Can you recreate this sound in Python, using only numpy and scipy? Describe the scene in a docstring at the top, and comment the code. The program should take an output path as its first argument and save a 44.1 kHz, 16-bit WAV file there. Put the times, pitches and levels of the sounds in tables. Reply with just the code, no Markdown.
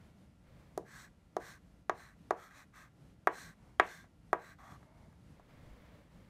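"""A quiet, ventilated classroom, where someone writes a few letters with chalk on a blackboard.
Most strokes begin with a tap: the board rings with a knock and the chalk tip crumbles a little.
Then the chalk scrapes over the slate, catching and slipping thousands of times a second.
Now and then the hand rubs faintly on the board, or the chalk knocks lightly as it lifts off.
At the end the writer steps aside with a faint rustle of clothes. Air rushes softly throughout."""
import sys
import numpy as np
from scipy import signal
from scipy.fft import rfft, irfft
from scipy.io import wavfile

SR = 44100
rng = np.random.default_rng(int(sys.argv[2]) if len(sys.argv) > 2 else 0)


def unload_audio(sound):
    """Save the sound as a 16-bit wav file, at the path given as the first command line argument."""
    columns = np.transpose(np.atleast_2d(sound))
    # keep every value between -1 and 1, then stretch to whole-number steps
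    steps = np.round(np.clip(columns, -1, 1) * 32767)
    wavfile.write(sys.argv[1], SR, steps.astype(np.int16))


N = 277389
TIME, FREQS = np.arange(N) / SR, np.fft.rfftfreq(N, 1 / SR)

# Levels in the tables are relative. A t60 is the time a sound takes to fade by 60 dB.
# Chalk strokes and faint rubs of the hand on the board:
# t/s, length/s, fastest point/share of length, starting speed/share of top speed,
# hiss/dB, rasp/dB, pressure change/dB, drone against rasp/dB,
# then three resonances (boosted pitches) set by grip and angle, each f/Hz, boost/dB
STROKES_AND_RUBS = [ (0.847, 0.25, 0.62, 0.29, -62.5, -54.5, -0.5, -8.5, 1630, 6, 3980, 1, 7900, 7),
                    (1.394, 0.2, 0.46, 0.48, -62, -53.5, -7, -8.5, 1560, 3.3, 4020, 4.5, 9100, 3),
                    (1.923, 0.232, 0.38, 0, -68, -57.5, -1, -9, 2600, -1, 4020, 8.5, 8600, 6),
                    (2.335, 0.2, 0.47, 0, -68.5, -57, -6, -2, 1330, 10.5, 3350, 9, 11700, 8),
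                    (2.497, 0.16, 0.65, 0.3, -67, -57.5, -3, -4, 2470, 7, 3920, 7, 6900, 4.4),
                    (2.72, 0.18, 0.35, 0.1, -68.5, -57, -1, -5.5, 1200, 5, 2600, 6.2, 3470, 7),
                    (3.29, 0.26, 0.39, 0, -58.5, -52, -3.5, -14.5, 1640, 4, 4080, 6, 8150, 6.5),
                    (3.56, 0.21, 0.6, 0.45, -97, -79, 0, 8, 700, 10, 950, 9.5, 2200, 12),
                    (3.8, 0.28, 0.4, 0.1, -62.5, -53.5, -9.5, -12.5, 1640, 6.5, 2100, 6, 3520, 7),
                    (4.36, 0.2, 0.64, 0.18, -69, -55, -0.5, -12, 1620, 3.5, 4000, 9, 8000, 5),
                    (4.579, 0.2, 0.79, 0.67, -72.5, -61.5, -1, 5.5, 770, 5.5, 1180, 3.5, 3400, 9),
                    (4.78, 0.41, 0.4, 0.5, -96, -75.5, 0, 8.5, 636, 17, 895, 14, 2200, 15)]
# Tone of the hiss at the chalk tip: f/Hz, level/dB
HISS_SPECTRUM = [(2000, -24.5), (2850, -7.5), (3400, 1.5), (4300, 5.5), (4800, -4.5), (5800, 5),
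                 (7400, -0.5), (8400, -1), (9800, -7), (10700, -12), (12400, -6), (13700, -11.5),
                 (14900, -14), (15600, -26)]
# Tone of the rasp in the stick and hand: f/Hz, level/dB
RASP_SPECTRUM = [(300, -19), (900, -17), (1120, -3), (1420, -8), (1540, 1.5), (1680, -0.5), (1800, -1.5),
                 (1980, -1.5), (2250, -9.5), (2480, -12), (2800, -24.5), (4000, -35.5)]
# Tone of the scraped board's drone: f/Hz, level/dB
DRONE_SPECTRUM = [(200, -12), (400, -27.5), (560, -6), (760, -3), (950, -2), (1200, 2), (1450, -4),
                  (2000, -41.5)]
# Chalk knocking on the board as it lands or lifts off: t/s, knock/dB,
# knock cutoff/Hz (lower is softer), crunch/dB, crunch tilt/(dB per octave), ring of the tip/Hz
TAPS = [(0.7768, -31.5, 560, -47.5, 2.5, 8800), (1.3669, -31, 706, -49.5, -1.5, 4150),
        (1.8961, -32.5, 1305, -46.5, -6, 6170), (2.3082, -29, 975, -48, -2, 15200),
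        (3.2726, -27.5, 1480, -46, 3, 4210), (3.7983, -25.5, 2050, -41, -1, 3410),
        (4.043, -67, 1100, -80, 0, 4000), (4.3304, -28.5, 1230, -48.5, 3, 12500),
        (4.829, -72, 1988, -84, 0, 3990), (5.128, -76, 1500, -80, 4.5, 3970),
        (5.397, -62, 890, -78.5, 0.5, 4040)]
# The board's modes, the tones it rings with when hit: f/Hz, level/dB, t60/s
BOARD_MODES = [(311.9, -5, 0.153), (377.4, -7.5, 0.037), (427, -1, 0.05), (467, -16.5, 0.2),
               (634, -25, 0.3), (692, -14, 0.12), (729.6, -12.5, 0.05), (815, -2.5, 0.035), (878, -21, 0.2),
               (990, 4, 0.06), (1077, -26.5, 0.13), (1160, -1, 0.034), (1290, 5.5, 0.017),
               (1436, 3.5, 0.049), (1620, -2, 0.051), (1641, 12.5, 0.14), (1803, -16.5, 0.14),
               (1898, 3, 0.028), (2090, 10.5, 0.017), (2227, -8, 0.071), (2480, -8.5, 0.034),
               (2740, -5, 0.027), (3353, 9, 0.02)]
# Tone of the crumbling tip: f/Hz, level/dB
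CRUNCH_SPECTRUM = [(200, -42), (1500, -13.5), (2700, -6.5), (3900, 1.5), (4900, -1), (6600, 4),
                   (8200, -6.5), (9300, -1.5), (11500, -11.5), (15500, -8.5), (17000, -27.5)]
# First echoes of a tap: delay/ms, gain/factor
EARLY_ECHOES = [(1.61, .84), (2.62, .48), (8.15, .2)]
# How long the classroom echoes: f/Hz, t60/s
ROOM_DECAY = [(250, 0.32), (700, 0.31), (1500, 0.11), (3000, 0.24), (10000, 0.17)]
# The arm reaches up, later the body turns and steps aside: t/s, length/s, level/dB
BODY_MOVES = [(-0.15, 0.12, -63.5), (0.415, 0.24, -67), (5.299, 0.23, -68.5), (5.43, 0.55, -63.5),
              (6.05, 0.28, -67.5)]
# Tone of rubbing clothes: f/Hz, level/dB
CLOTH_SPECTRUM = [(150, 7), (350, -4.5), (560, 5.5), (780, -5.5), (950, -3), (1500, -7), (2250, -6.5),
                  (2600, -14), (3200, -13), (4000, -17), (6000, -24.5), (10000, -28.5), (15000, -29)]
# Soft footsteps: t/s, level/dB, length/s
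FOOTSTEPS = [(5.522, -60.5, 0.28), (5.69, -57.5, 0.072)]
# Tone of a thud on the floor: f/Hz, level/dB
FLOOR_SPECTRUM = [(20, -5), (35, 5.5), (80, 0), (170, -9), (300, -7), (700, -59)]
# Tone of the rushing air: f/Hz, level/dB
AIR_SPECTRUM = [(15, -38.5), (25, -18.5), (50, 3), (80, 0), (175, 1), (250, -6.5), (300, -7.5), (370, -15),
                (650, -17.5), (1000, -23.5), (2100, -28.5), (4000, -33.5), (12000, -41), (15000, -56)]
# Faint steady whine in the room: f/Hz, level/dB
WHINE_TONES = [(1380, -89.5), (1995, -95), (2825, -97)]


def scrapes_and_rubs(slips_per_s=14000, chatter_db=0.5, chatter_hz=70, rasp_trim_db=-3.0):
    """Chalk or hand slides in countless tiny slips that hiss, rasp and make the board drone."""
    slips = rng.standard_normal(N) * (rng.random(N) < slips_per_s / SR)
    slips *= amp(chatter_db * flutter(chatter_hz))  # the grip varies along the way
    out = np.zeros(N)
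    for row in STROKES_AND_RUBS:
        start, length, fastest, first_speed, hiss_db, rasp_db, press_db, drone_db, *boosts = row
        touching = (TIME > start) & (TIME < start + length)
        t, friction = TIME[touching] - start, slips[touching]
        peaks = np.reshape(boosts, (-1, 2))
        speed, contact = hand_motion(t, length, fastest, first_speed)
        pressure = amp(press_db * (t / length - .5))  # the hand bears down or eases off steadily
        # speed makes the hiss grow more steeply than the rasp
        hiss = amp(hiss_db) * speed ** 2.1 * colour(friction, HISS_SPECTRUM, peaks)
        rasp_gain = amp(rasp_db + rasp_trim_db) * pressure * speed ** 1.1
        rasp = colour(friction, RASP_SPECTRUM, peaks)
        drone = amp(drone_db) * colour(friction[::-1], DRONE_SPECTRUM, peaks)
        out[touching] += contact * (hiss + rasp_gain * (rasp + drone))
    return out


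def hand_motion(t, length, fastest, first_speed, end_speed=0.12, bite_s=0.012, lift_s=0.012):
    """The hand speeds up, then slows down. Gives speed and contact with the board, both 0 to 1."""
    arch = np.interp(t / length, [0, fastest, 1], [0, np.pi / 2, np.pi])
    slowest = np.where(arch < np.pi / 2, first_speed, end_speed)
    speed = slowest + (1 - slowest) * np.sin(arch)
    contact = np.clip(np.minimum(t / bite_s, (length - t) / lift_s), 0, 1)
    return speed, contact


def board_knocks(bass_cut_hz=301, crowd_db=-11, crowd_t60=0.29, spread_s=0.0045):
    """Each tap makes the board ring; a softer tap wakes only its lower tones."""
    t = np.arange(SR // 2) / SR
    ring = sum(amp(db - 60 * t / t60) * np.sin(2 * np.pi * hz * t) for hz, db, t60 in BOARD_MODES)
    ring = early_echoes(ring, strength=1)
    ring = butter(ring, bass_cut_hz, "high", order=4)  # the board gives off little bass
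    crowd_gain = amp(crowd_db - 60 * t / crowd_t60) * np.minimum(t / spread_s, 1)
    out = np.zeros(N)
    for start, db, cutoff_hz, *_ in TAPS:
        # waves spread over the board and wake a crowd of weak tones, different at every spot
        crowd = butter(rng.standard_normal(len(t)), hz=560, kind="high", order=2)
        crowd = butter(crowd, hz=3200, kind="low", order=6)
        knock = butter(ring + crowd_gain * unit(crowd), cutoff_hz, "low", order=3)
        add(out, start, amp(db) * knock)
    return out


def tip_crunches(trim_db=-9, crumble_s=0.00018, ring_db=-13, ring_t60=0.0097):
    """At each tap the chalk tip crumbles for about a millisecond and rings briefly."""
    t = np.arange(1024) / SR
    hz, lead_s = np.fft.rfftfreq(len(t), 1 / SR), t[-1] / 2
    age = np.maximum(t - lead_s, 0) / crumble_s
    octaves = np.log2(np.maximum(hz / 6000, .5))
    out = np.zeros(N)
    for start, _, _, db, tilt_db, ring_hz in TAPS:
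        burst = rng.standard_normal(len(t)) * age * np.exp(-age)
        # the grains break at random moments, but the tip sets their tone
        spectrum = amp(read(CRUNCH_SPECTRUM, hz) + tilt_db * octaves)
        grit = irfft(spectrum * np.exp(1j * np.angle(rfft(burst))))
        ring = np.sin(2 * np.pi * ring_hz * t) * amp(-60 * t / ring_t60)
        add(out, start - lead_s, amp(db + trim_db) * unit(grit))
        add(out, start, amp(db + trim_db + ring_db) * unit(ring))
    return early_echoes(out, strength=0.25)


def early_echoes(x, strength):
    """A sound is followed by its first few reflections, each a delayed, weaker copy."""
    out = x.copy()
    for ms, gain in EARLY_ECHOES:
        add(out, ms / 1000, strength * gain * x)
    return out


def room_echo(x, build_s=0.0055):
    """Many reflections blur into a tail that builds quickly; each pitch fades at its own speed."""
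    hz, t, noise = signal.stft(rng.standard_normal(SR // 2), SR, nperseg=256)
    fade = amp(-60 * t / read(ROOM_DECAY, hz)[:, None])
    _, tail = signal.istft(noise * fade, SR, nperseg=256)
    tail *= np.minimum(np.arange(len(tail)) / SR / build_s, 1) ** 2
    return signal.fftconvolve(x, tail / np.linalg.norm(tail))[:N]


def clothes_rustle(crumple_db=0.7, crumple_hz=40, rise_s=0.069, fade_db_per_s=73):
    """Cloth rubs as the writer moves; each rustle swells, holds and dies away."""
    rubbing = rng.standard_normal(N) * amp(crumple_db * flutter(crumple_hz))
    loudness = np.zeros(N)
    for start, length, db in BODY_MOVES:
        swell = np.clip((TIME - start) / rise_s, 0, 1)
        fade_db = fade_db_per_s * np.maximum(TIME - start - length, 0)
        loudness = np.maximum(loudness, swell * amp(db - fade_db))
    return loudness * colour(rubbing, CLOTH_SPECTRUM)


def footsteps():
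    """The writer's weight comes down on the floor in two soft thuds."""
    weight = np.zeros(N)
    for start, db, length in FOOTSTEPS:
        add(weight, start, amp(db) * np.hanning(round(length * SR)))
    return weight * colour(rng.standard_normal(N), FLOOR_SPECTRUM)


def ventilation(air_db=-61.5, waver_db=2.1, waver_hz=6, drift_hz=1.7):
    """Moving air makes a low, gently wavering rush, with a faint whine whose pitch drifts a little."""
    rush = amp(air_db + waver_db * flutter(waver_hz)) * colour(rng.standard_normal(N), AIR_SPECTRUM)
    drift = np.cumsum(drift_hz * flutter(hz=1.4)) / SR
    whine = sum(amp(db) * np.sqrt(2) * np.sin(2 * np.pi * (hz * TIME + drift)) for hz, db in WHINE_TONES)
    return rush + whine


def amp(db):
    """Turns decibels into a factor to multiply by."""
    return 10 ** (np.asarray(db) / 20)


def unit(x):
    """Scales a signal to an average strength (rms) of 1."""
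    return x / np.sqrt(np.mean(x ** 2) + 1e-20)


def read(points, hz):
    """Looks up a table at any frequency, blending between rows on a pitch-like (log) scale."""
    f, value = np.transpose(points)
    return np.interp(np.log(hz + 1), np.log(f + 1), value)


def add(mix, start_s, sound):
    """Mixes a sound in at the given time."""
    part = mix[max(round(start_s * SR), 0):][:len(sound)]
    part += sound[:len(part)]


def colour(x, spectrum, peaks=(), width_hz=90, widen=0.016):
    """Shapes a signal's tone with a table and optional peaks (f/Hz, boost/dB), at strength 1."""
    hz = np.fft.rfftfreq(len(x), 1 / SR)
    db = read(spectrum, hz)
    for centre, boost_db in peaks:
        db = db + boost_db * np.exp(-((hz - centre) / (width_hz + widen * centre)) ** 2)
    return unit(irfft(rfft(x) * amp(db), len(x)))


def flutter(hz):
    """Random wavering, up to about hz times a second, at strength 1."""
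    return unit(irfft(rfft(rng.standard_normal(N)) / (1 + (FREQS / hz) ** 4), N))


def butter(x, hz, kind, order):
    """Keeps the "low" or "high" side of a frequency; a higher order cuts more sharply."""
    return signal.sosfilt(signal.butter(order, hz, kind, fs=SR, output="sos"), x)


def scene(board_echo_db=-17, writing_echo_db=-18):
    """Knocks and writing echo in the room, over the writer's movements and the air, in mono."""
    board = board_knocks()
    writing = tip_crunches() + scrapes_and_rubs()
    echo = room_echo(amp(board_echo_db) * board + amp(writing_echo_db) * writing)
    return (board + writing + echo + clothes_rustle() + footsteps() + ventilation())[None]


def record(dry, ceiling=.43, top_hz=15650):
    """Rounds off the peaks of the hardest knock, then removes the very highest treble."""
    rounded = dry / (1 + (dry / ceiling) ** 6) ** (1 / 6)
    treble_cut = signal.firwin(401, top_hz, window=("kaiser", 9), fs=SR)
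    return signal.oaconvolve(rounded, treble_cut[None], "same")


dry = scene()
out = record(dry)
unload_audio(out)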